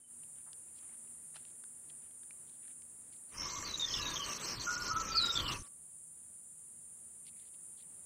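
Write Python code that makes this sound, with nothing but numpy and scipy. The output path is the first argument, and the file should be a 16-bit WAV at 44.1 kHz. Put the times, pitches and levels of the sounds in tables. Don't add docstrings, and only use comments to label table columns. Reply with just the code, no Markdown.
import sys
import numpy as np
from scipy import signal
from scipy.fft import rfft, irfft, next_fast_len
from scipy.io import wavfile
from scipy.ndimage import uniform_filter1d

SR = 44100
rng = np.random.default_rng(int(sys.argv[2]) if len(sys.argv) > 2 else 0)


def invert_db(x):
    u = np.asarray(x, float) / 20
    return 10 ** u


def wav_out(sig):
    wavfile.write(sys.argv[1], SR, np.round(np.clip(np.atleast_2d(sig).T, -1, 1) * 32767).astype(np.int16))


N = 355093
T = np.arange(N) / SR

# time_s, cicada_level_db
FOREST_FADE = [
    [(0.0, -58), (0.05, -61), (0.12, -52), (1.7, -52), (3.35, -52.5), (3.44, -68.5)],
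    [(5.5, -63), (5.58, -53.5), (8.06, -52.5)],
]
# freq_hz, gain_db
CICADA_TONE = [(3410, -67), (5800, -32), (6370, -24.5), (6570, -26), (6960, -15), (7950, -14.5), (8940, -7),
               (9310, -1.5), (10300, -11), (11700, -21.5), (12700, -38), (13500, -38), (14700, -22),
               (15200, -20.5)]
# (relative, per Hz)
AIR_TONES = [
    [(15, -43), (25, -10), (38, -19), (81, 1), (184, -5.5), (231, -1.5), (606, -9.5), (728, -10),
     (1910, -15), (4880, -24.5), (6000, -21.5), (7800, -57), (13200, -120)],
    [(15, -69), (25, -27), (48, -22), (65, -4), (160, -3.5), (201, -4), (237, -7.5), (265, -11),
     (341, -9.5), (3380, -25), (6000, -31.5), (7800, -56), (13200, -120)],
]
# buckling_pairs_per_s, body_centre_hz, body_width_hz, level_db (relative)
SINGERS = [(375.3, 7930, 3000, 0), (368.2, 7240, 1200, -5.5), (396.7, 9330, 3070, -1),
           (399.8, 9540, 4300, 0.5), (403.6, 9600, 3500, -5.5)]
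# (rms before it wanders, with the forest fader at -52.5 dB)
HUM = [(80.7, -88), (156.1, -82), (236.9, -82.5)]
# start_s, end_s, from_hz, to_hz, middle_level_db
FAR_WHISTLES = [(.004, 0.073, 3080, 3000, -80), (3.375, 3.665, 2140, 2133, -54.5),
                (3.82, 4.004, 1850, 1930, -56.5), (3.988, 4.14, 1710, 1630, -54.5),
                (5.08, 5.24, 2436, 2466, -55), (5.38, 5.543, 1113, 1150, -49.5)]
# start_s, ring_level_db, ring_hz, crack_level_db
SNAPS = [(0.2353, -56, 2810, -63), (0.531, -58, 1630, -49), (0.6848, -63, 2550, -76),
         (0.894, -56, 2150, -76), (1.076, -61, 2670, -75), (1.344, -56, 1800, -60),
         (1.3668, -48.5, 1470, -50), (1.3794, -57, 2810, -71), (1.4517, -53.5, 2850, -57),
         (1.6389, -49.5, 1520, -54), (1.9, -49.5, 3200, -59), (2.1106, -65, 2080, -62),
         (2.233, -56.5, 1650, -57.5), (2.3082, -45, 2370, -56), (2.496, -58, 3800, -58),
         (2.68, -57, 1810, -60), (2.82, -59, 2250, -57), (3.628, -37, 1750, -58), (7.268, -58, 2140, -52.5),
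         (7.3975, -56, 3580, -63), (7.5443, -62, 2850, -75), (7.79, -60, 3440, -67),
         (7.8248, -57, 3660, -65)]
# start_s, end_s, centre_hz, width_hz, level_db
RUSTLES = [(0.227, 0.256, 3500, 2500, -76), (0.35, 0.426, 2380, 2200, -74), (0.454, 0.531, 1150, 1000, -70),
           (0.74, 0.801, 3940, 3000, -73), (0.757, 0.96, 2000, 2400, -77.5),
           (1.339, 1.399, 2570, 3800, -66), (1.392, 1.517, 3000, 3000, -78),
           (1.885, 1.916, 3000, 3000, -69), (2.02, 2.09, 2200, 2200, -78),
           (2.467, 2.574, 3700, 1400, -78.5), (2.62, 2.73, 2410, 2200, -74),
           (3.117, 3.175, 3700, 3500, -76.5), (7.242, 7.306, 3500, 2500, -76),
           (7.32, 7.498, 2190, 805, -82.5), (7.355, 7.496, 3800, 1900, -78), (7.533, 7.56, 3300, 2610, -72),
           (7.767, 7.835, 3950, 1600, -73.5), (7.792, 7.872, 2470, 1200, -80.5)]
# (relative, per Hz)
HISS_TONE = [(88, -32), (150, -6), (590, -10), (715, -17), (1160, -7), (1540, -12), (3800, -13.5),
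             (4300, -5.5), (5100, -12.5), (6200, -9.5), (6950, -20.5), (8250, -18), (10000, -30),
             (15000, -25)]
PATCH_EDGES = [3200, 4000, 4800, 5600, 6800, 8000, 9600, 12000, 12600, 13200, 13800, 14400, 15200]
# (rms from 1500 to 3030 Hz, before it wanders)
HISS_FADE = [(3.29, -80), (3.35, -59.5), (3.42, -56), (4.3, -55), (5.2, -55), (5.45, -50.5), (5.55, -54),
             (5.62, -63), (5.632, -69), (5.68, -72)]
# (relative, per Hz)
WIND_TONE = [(12, -27), (20, 3), (134, -0.5), (193, -11.5), (296, -7.5), (400, -16), (520, -45),
             (880, -120)]
# time_s, level_db
GUST_FADE = [(3.3, -84), (3.37, -58.5), (3.45, -57.5), (3.92, -56), (4.55, -58.5), (5.0, -56.5),
             (5.1, -53.5), (5.45, -54), (5.52, -49), (5.62, -54.5), (5.635, -79)]
# time_s, level_db (of each of its two pitches)
MURMUR_FADE = [(3.32, -76), (3.38, -57), (3.6, -57.5), (3.77, -68), (4.13, -55.5), (4.47, -66), (4.95, -53),
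               (5.2, -70.5), (5.49, -51), (5.57, -54), (5.63, -85)]
# start_s, end_s, centre_hz, level_db
TRILLS = [(3.368, 3.497, 5450, -38.5), (3.866, 4.026, 5350, -38.5), (4.124, 4.213, 5500, -45.5),
          (4.28, 4.384, 5600, -41.5), (4.459, 4.56, 5450, -38), (4.7, 4.778, 5500, -40.5),
          (4.806, 4.932, 5400, -39.5), (5.043, 5.147, 5600, -45.5)]
# start_s, end_s, centre_hz, level_db
CHIRRS = [(3.37, 3.701, 6050, -49), (3.709, 3.977, 6150, -47), (4.012, 4.12, 6160, -46.5),
          (4.13, 4.211, 6120, -45), (4.234, 4.38, 6100, -47.5), (4.396, 4.421, 6200, -49.5),
          (4.44, 4.536, 6000, -45.5), (4.596, 4.757, 6130, -45.5), (4.777, 4.796, 6150, -43),
          (4.837, 4.936, 6100, -45.5), (4.962, 5.119, 6150, -46.5), (5.158, 5.18, 6100, -51),
          (5.3, 5.413, 6100, -54), (5.513, 5.626, 6030, -56.5), (3.504, 3.648, 7370, -51),
          (3.774, 3.822, 7000, -48.5), (4.25, 4.338, 8200, -56), (4.4, 4.462, 7900, -49.5),
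          (4.615, 4.855, 7550, -57), (4.997, 5.024, 7000, -46), (5.216, 5.232, 7270, -47),
          (5.253, 5.269, 7300, -46.5), (5.321, 5.378, 7450, -49), (5.42, 5.543, 7700, -56.5)]
# width_hz, throbs_per_s
CHOIRS = [(840, 58), (620, 88)]
# start_s, level_db, pitch_hz
HOOTS = [(3.456, -42.5, 1139), (3.556, -47, 1124), (3.629, -45, 1156), (3.9947, -45, 1170),
         (4.064, -44.5, 986), (4.1357, -42.5, 1030), (4.195, -42.5, 1138), (4.2835, -42, 1161),
         (4.8136, -46.5, 1220), (4.8837, -48, 1150), (4.95, -38, 1255), (5.029, -47.5, 1148),
         (5.492, -42, 1196)]
# after_knee_s, pitch_hz, breath (0-1)
SLIDE = [(0, 4023, 0.24), (.04, 3873, 0.5), (.1, 3753, .24), (.15, 3573, .4), (.22, 3110, .6),
         (.3, 2845, 0.9), (.37, 2577, .95)]
# (start_s, end_s, level_db)
FALLS = [(3.7, 13000, [(3.645, 3.724, -46.5), (3.736, 3.762, -38), (3.794, 3.83, -37.5),
         (3.826, 3.856, -34), (3.872, 3.9, -46.5), (3.905, 3.945, -46.5), (3.95, 4.0, -46),
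         (3.995, 4.07, -50)]), (3.998, 5500, [(4.012, 4.04, -41.5), (4.052, 4.1, -41), (4.113, 4.14, -44),
         (4.195, 4.25, -44.5), (4.25, 4.34, -51.5)]), (5.21, 7800, [(5.115, 5.15, -42.5),
         (5.145, 5.195, -37)]), (5.206, 22700, [(5.152, 5.172, -39), (5.163, 5.188, -28),
         (5.182, 5.205, -29), (5.198, 5.279, -35.5), (5.293, 5.32, -32.5), (5.352, 5.38, -31.5),
         (5.42, 5.53, -45), (5.525, 5.57, -53)])]
# start_s, end_s, middle_level_db
NOISE_PATCHES = [(3.936, 3.961, -39.5), (3.969, 4, -44.5), (4.156, 4.183, -41), (5.388, 5.417, -37),
                 (5.456, 5.476, -42), (5.517, 5.542, -47)]
# start_s, end_s, pitch_hz, level_db (after the attack), end_level_db
COOS = [(4.666, 4.874, 1438, -37.5, -50), (4.86, 4.977, 1433, -48, -45), (4.666, 4.721, 1308, -42, -49.5),
        (4.9, 5.007, 1315, -38.5, -34.5), (5.052, 5.17, 1320, -46.5, -37), (5.157, 5.314, 1378, -44, -43.5),
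        (5.309, 5.5, 1380, -45.5, -53)]
# start_s, end_s, from_hz, to_hz, level_db
ANSWER = (5.215, 5.367, 4760, 5450, -44)


def unit(x):
    return x / np.sqrt(np.mean(x ** 2))


def colour(x, points):
    size = next_fast_len(len(x))
    hz, db = np.transpose(points)
    f = np.maximum(np.arange(size // 2 + 1) * SR / size, 1)
    curve = invert_db(np.interp(np.log(f), np.log(hz), db))
    return irfft(rfft(x, size) * curve, size)[:len(x)]


def band(x, lo_hz, hi_hz, order=2):
    return signal.sosfilt(signal.butter(order, [lo_hz, hi_hz], "band", fs=SR, output="sos"), x)


def fader(spans):
    total = 0
    for span in spans:
        s, db = np.transpose(span)
        total = total + invert_db(np.interp(T, s, db, left=-200, right=-200))
    return total


def walk(rate, n=N):
    hold = int(SR / rate)
    held = np.repeat(rng.standard_normal(n // hold + 1), hold)
    return 1.3 * uniform_filter1d(uniform_filter1d(held, hold), hold)[:n]


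def clicks(rate, scatter_db, weak_db):
    phase = np.cumsum(rate) / SR + rng.random()
    turn = np.round(phase).astype(int)
    off = (phase - turn) / rate * SR
    scatter = scatter_db * rng.standard_normal(N // 20)[turn]
    size = invert_db(scatter + weak_db * (turn % 2))
    return size * np.sinc(.8 * off) * np.exp(-(off / 8) ** 2)


def trees(x, t60, wet_db):
    t = np.arange(SR // 2) / SR
    tail = rng.standard_normal(len(t)) * np.exp(-np.log(1000) * t / t60)
    return x + invert_db(wet_db) * signal.fftconvolve(x, tail / np.linalg.norm(tail))[:len(x)]


def burst(start, end, hz, width, noise, edge):
    i = np.arange(int(start * SR), int(end * SR))
    ring = unit(band(noise, hz - width / 2, hz + width / 2, order=3))[-len(i):]
    return i, ring * signal.windows.tukey(len(i), min(edge / len(i), 1))


def whistles(notes, blur_hz, flutter_db):
    out = np.zeros(N)
    for note in notes:
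        s, hz, db, breath = np.transpose(note)
        i = np.arange(int(s[0] * SR), int(s[-1] * SR))
        hz, db, breath = (np.interp(T[i], s, c) for c in (hz, db, breath))
        breath = np.clip(breath, 0, 1)
        wobble = walk(blur_hz, len(i)) + 1j * walk(blur_hz, len(i))
        carrier = np.exp(2j * np.pi * np.cumsum(hz) / SR)
        tone = carrier * (np.sqrt(2 - 2 * breath) + np.sqrt(breath) * wobble)
        level = invert_db(db + flutter_db * walk(70, len(i)))
        out[i] += level * tone.real * signal.windows.tukey(len(i), min(400 / len(i), 1))
    return out


def cicadas():
    choir = 0
    for pairs, hz, width, db in SINGERS:
        pace = 1 + .002 * walk(3) + .0045 * walk(45)
        drum = clicks(2 * pairs * pace, scatter_db=2.0, weak_db=-16.0)
        body = band(drum, hz - width / 2, hz + width / 2)
        far = trees(body, t60=.15, wet_db=1.5)
        choir = choir + invert_db(db + 1.18 * walk(13)) * unit(far)
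    choir = choir + invert_db(4.5) * rng.standard_normal(N)
    return unit(colour(choir, CICADA_TONE))


def air():
    hum = 0
    for hz, db in HUM:
        phase = 2 * np.pi * np.cumsum(hz * (1 + 0.013 * walk(3.0))) / SR
        hum = hum + np.sqrt(2) * invert_db(db + 3.2 * walk(9.5)) * np.sin(phase)
    early, late = (unit(colour(rng.standard_normal(N), tone)) for tone in AIR_TONES)
    noise = np.where(T < 4.5, early * invert_db(-72.0), late * invert_db(-72.5))
    return invert_db(52.5) * (invert_db(1.05 * walk(8)) * noise + hum)


def high_hiss():
    return invert_db(-38) * unit(band(rng.standard_normal(N), 11500, 15300))


def far_whistles():
    swell_db = 4
    notes = []
    for start, end, from_hz, to_hz, db in FAR_WHISTLES:
        notes.append([(start, from_hz, db - swell_db, .6),
                      ((start + end) / 2, (from_hz + to_hz) / 2, db, .4),
                      (end, to_hz, db - swell_db, .5)])
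    return trees(whistles(notes, blur_hz=109.2, flutter_db=1.1), t60=.35, wet_db=-4.5)


def steps():
    out, t = np.zeros(N), np.arange(1000) / SR
    for s, db, hz, crack_db in SNAPS:
        ring = invert_db(db) * np.exp(-t / 0.0016) * np.sin(2 * np.pi * hz * t)
        crack = invert_db(crack_db) * np.exp(-t / 0.0015) * unit(band(rng.standard_normal(1000), 2500, 5500))
        out[int(s * SR):int(s * SR) + 1000] += ring + crack
    for start, end, hz, width, db in RUSTLES:
        grains = rng.standard_normal(SR // 4) * invert_db(2.2 * rng.exponential(size=SR // 4))
        i, brush = burst(start, end, hz, width, grains, edge=1100)
        out[i] += invert_db(db + 4 * walk(120, len(i))) * brush
    return out


def switch_treble(x, share, dip_db, jump_db):
    size = next_fast_len(N)
    spectrum, f = rfft(x, size), np.fft.rfftfreq(size, 1 / SR)
    step = ((T + .002) * 50).astype(int)
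    out = irfft(spectrum * ((f < PATCH_EDGES[0]) | (f >= PATCH_EDGES[-1])))[:N]
    for lo, hi in zip(PATCH_EDGES, PATCH_EDGES[1:]):
        chance = rng.standard_normal((2, step[-1] + 2))
        linger = .8 * chance[0, 1:] + .6 * chance[0, :-1]
        db = dip_db / (1 + np.exp(4 * (linger + share))) + jump_db * chance[1, 1:]
        db = db * (.45 if lo >= 12000 else 1)
        patch = irfft(spectrum * (f >= lo) * (f < hi))[:N]
        out += uniform_filter1d(invert_db(db)[step], 110) * patch
    return out


def canopy_hiss():
    hiss = colour(rng.standard_normal(N), HISS_TONE + [(15400, -73.5)])
    hiss = switch_treble(hiss / np.std(band(hiss, 1500, 3030)), share=0.44, dip_db=-26, jump_db=4.0)
    return hiss * fader([HISS_FADE]) * invert_db(2.3 * walk(25))


def wind():
    rumble = unit(colour(rng.standard_normal(N), WIND_TONE))
    return rumble * fader([GUST_FADE]) * invert_db(3.4 * walk(16))


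def murmur():
    out = 0
    for hz in (1000, 1160):
        out = out + unit(band(rng.standard_normal(N), hz - 45, hz + 45)) * invert_db(1.9 * walk(14))
    return out * fader([MURMUR_FADE])


def trills():
    notes_per_s, slur_hz = 87, 1000
    out = np.zeros(N)
    for start, end, hz, db in TRILLS:
        i = np.arange(int(start * SR), int(end * SR))
        turn = np.cumsum(notes_per_s * (1 + .05 * walk(60, len(i)))) / SR % 1
        phase = 2 * np.pi * np.cumsum(hz - slur_hz * (turn - .5)) / SR
        slur = np.sin(phase) * np.sin(np.pi * turn) ** 1.1
        rough = .9 + .45 * walk(400, len(i))
        out[i] += invert_db(db) * rough * slur * signal.windows.tukey(len(i), .3)
    return trees(out, t60=0.042, wet_db=-6)


def chirr():
    out = np.zeros(N)
    for start, end, hz, db in CHIRRS:
        width, rate = CHOIRS[int(hz > 6600)]
        i, choir = burst(start, end, hz, width, rng.standard_normal(SR // 2), edge=160)
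        throb = 1 + .45 * np.sin(2 * np.pi * rate * T[i])
        out[i] += invert_db(db + 1.5 * walk(40, len(i))) * throb * choir
    return out


def hoots():
    out, t = np.zeros(N), np.arange(2400) / SR
    swell = t / 0.0075 * np.exp(1 - t / 0.0076)
    for s, db, hz in HOOTS:
        out[int(s * SR):int(s * SR) + len(t)] += invert_db(db) * swell * np.sin(2 * np.pi * hz * t)
    return trees(out, t60=.3, wet_db=-5.5)


def falls():
    after, slide_hz, slide_breath = np.transpose(SLIDE)
    notes = []
    for knee, dive, pieces in FALLS:
        for start, end, db in pieces:
            s = np.linspace(start, end, 12) - knee
            hz = np.interp(s, after, slide_hz) + dive * np.maximum(-s, 0)
            breath = np.interp(s, after, slide_breath)
            notes.append(np.transpose([s + knee, hz, db + 0 * s, breath]))
    return trees(whistles(notes, blur_hz=440, flutter_db=1.), t60=.14, wet_db=-12.5)


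def noise_patches():
    pitch_hz, sag_hz_per_s, fade_db = 3510, 10000, 6.5
    notes = []
    for start, end, db in NOISE_PATCHES:
        end_hz = pitch_hz - sag_hz_per_s * (end - start)
        notes.append([(start, pitch_hz, db + fade_db / 2, .9), (end, end_hz, db - fade_db / 2, .9)])
    return trees(whistles(notes, blur_hz=800, flutter_db=1.), t60=.14, wet_db=-12.5)


def coos():
    attack_s, scoop_hz, start_db = .033, 49.3, -5.5
    notes = []
    for start, end, hz, db, end_db in COOS:
        notes.append([(start, hz - scoop_hz, db + start_db, .5),
                      (start + attack_s, hz, db, .55),
                      (end, hz, end_db, .45)])
    return trees(whistles(notes, blur_hz=109.2, flutter_db=1.1), t60=.35, wet_db=-4.5)


def answer():
    start, end, from_hz, to_hz, db = ANSWER
    note = [(start, from_hz, db, 1), (end, to_hz, db, 1)]
    return trees(whistles([note], blur_hz=800, flutter_db=1.), t60=.14, wet_db=-12.5)


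def scene():
    forest = fader(FOREST_FADE) * (cicadas() + air() + high_hiss())
    birds = far_whistles() + murmur() + trills() + hoots() + falls() + coos() + answer()
    canopy = canopy_hiss() + wind() + chirr() + noise_patches()
    mono = forest + steps() + canopy + birds
    return np.array([mono, mono])


def low_pass(x):
    return signal.sosfilt(signal.butter(12, 15400, fs=SR, output="sos"), x)


def record(dry):
    return low_pass(dry)


dry = scene()
out = record(dry)
wav_out(out)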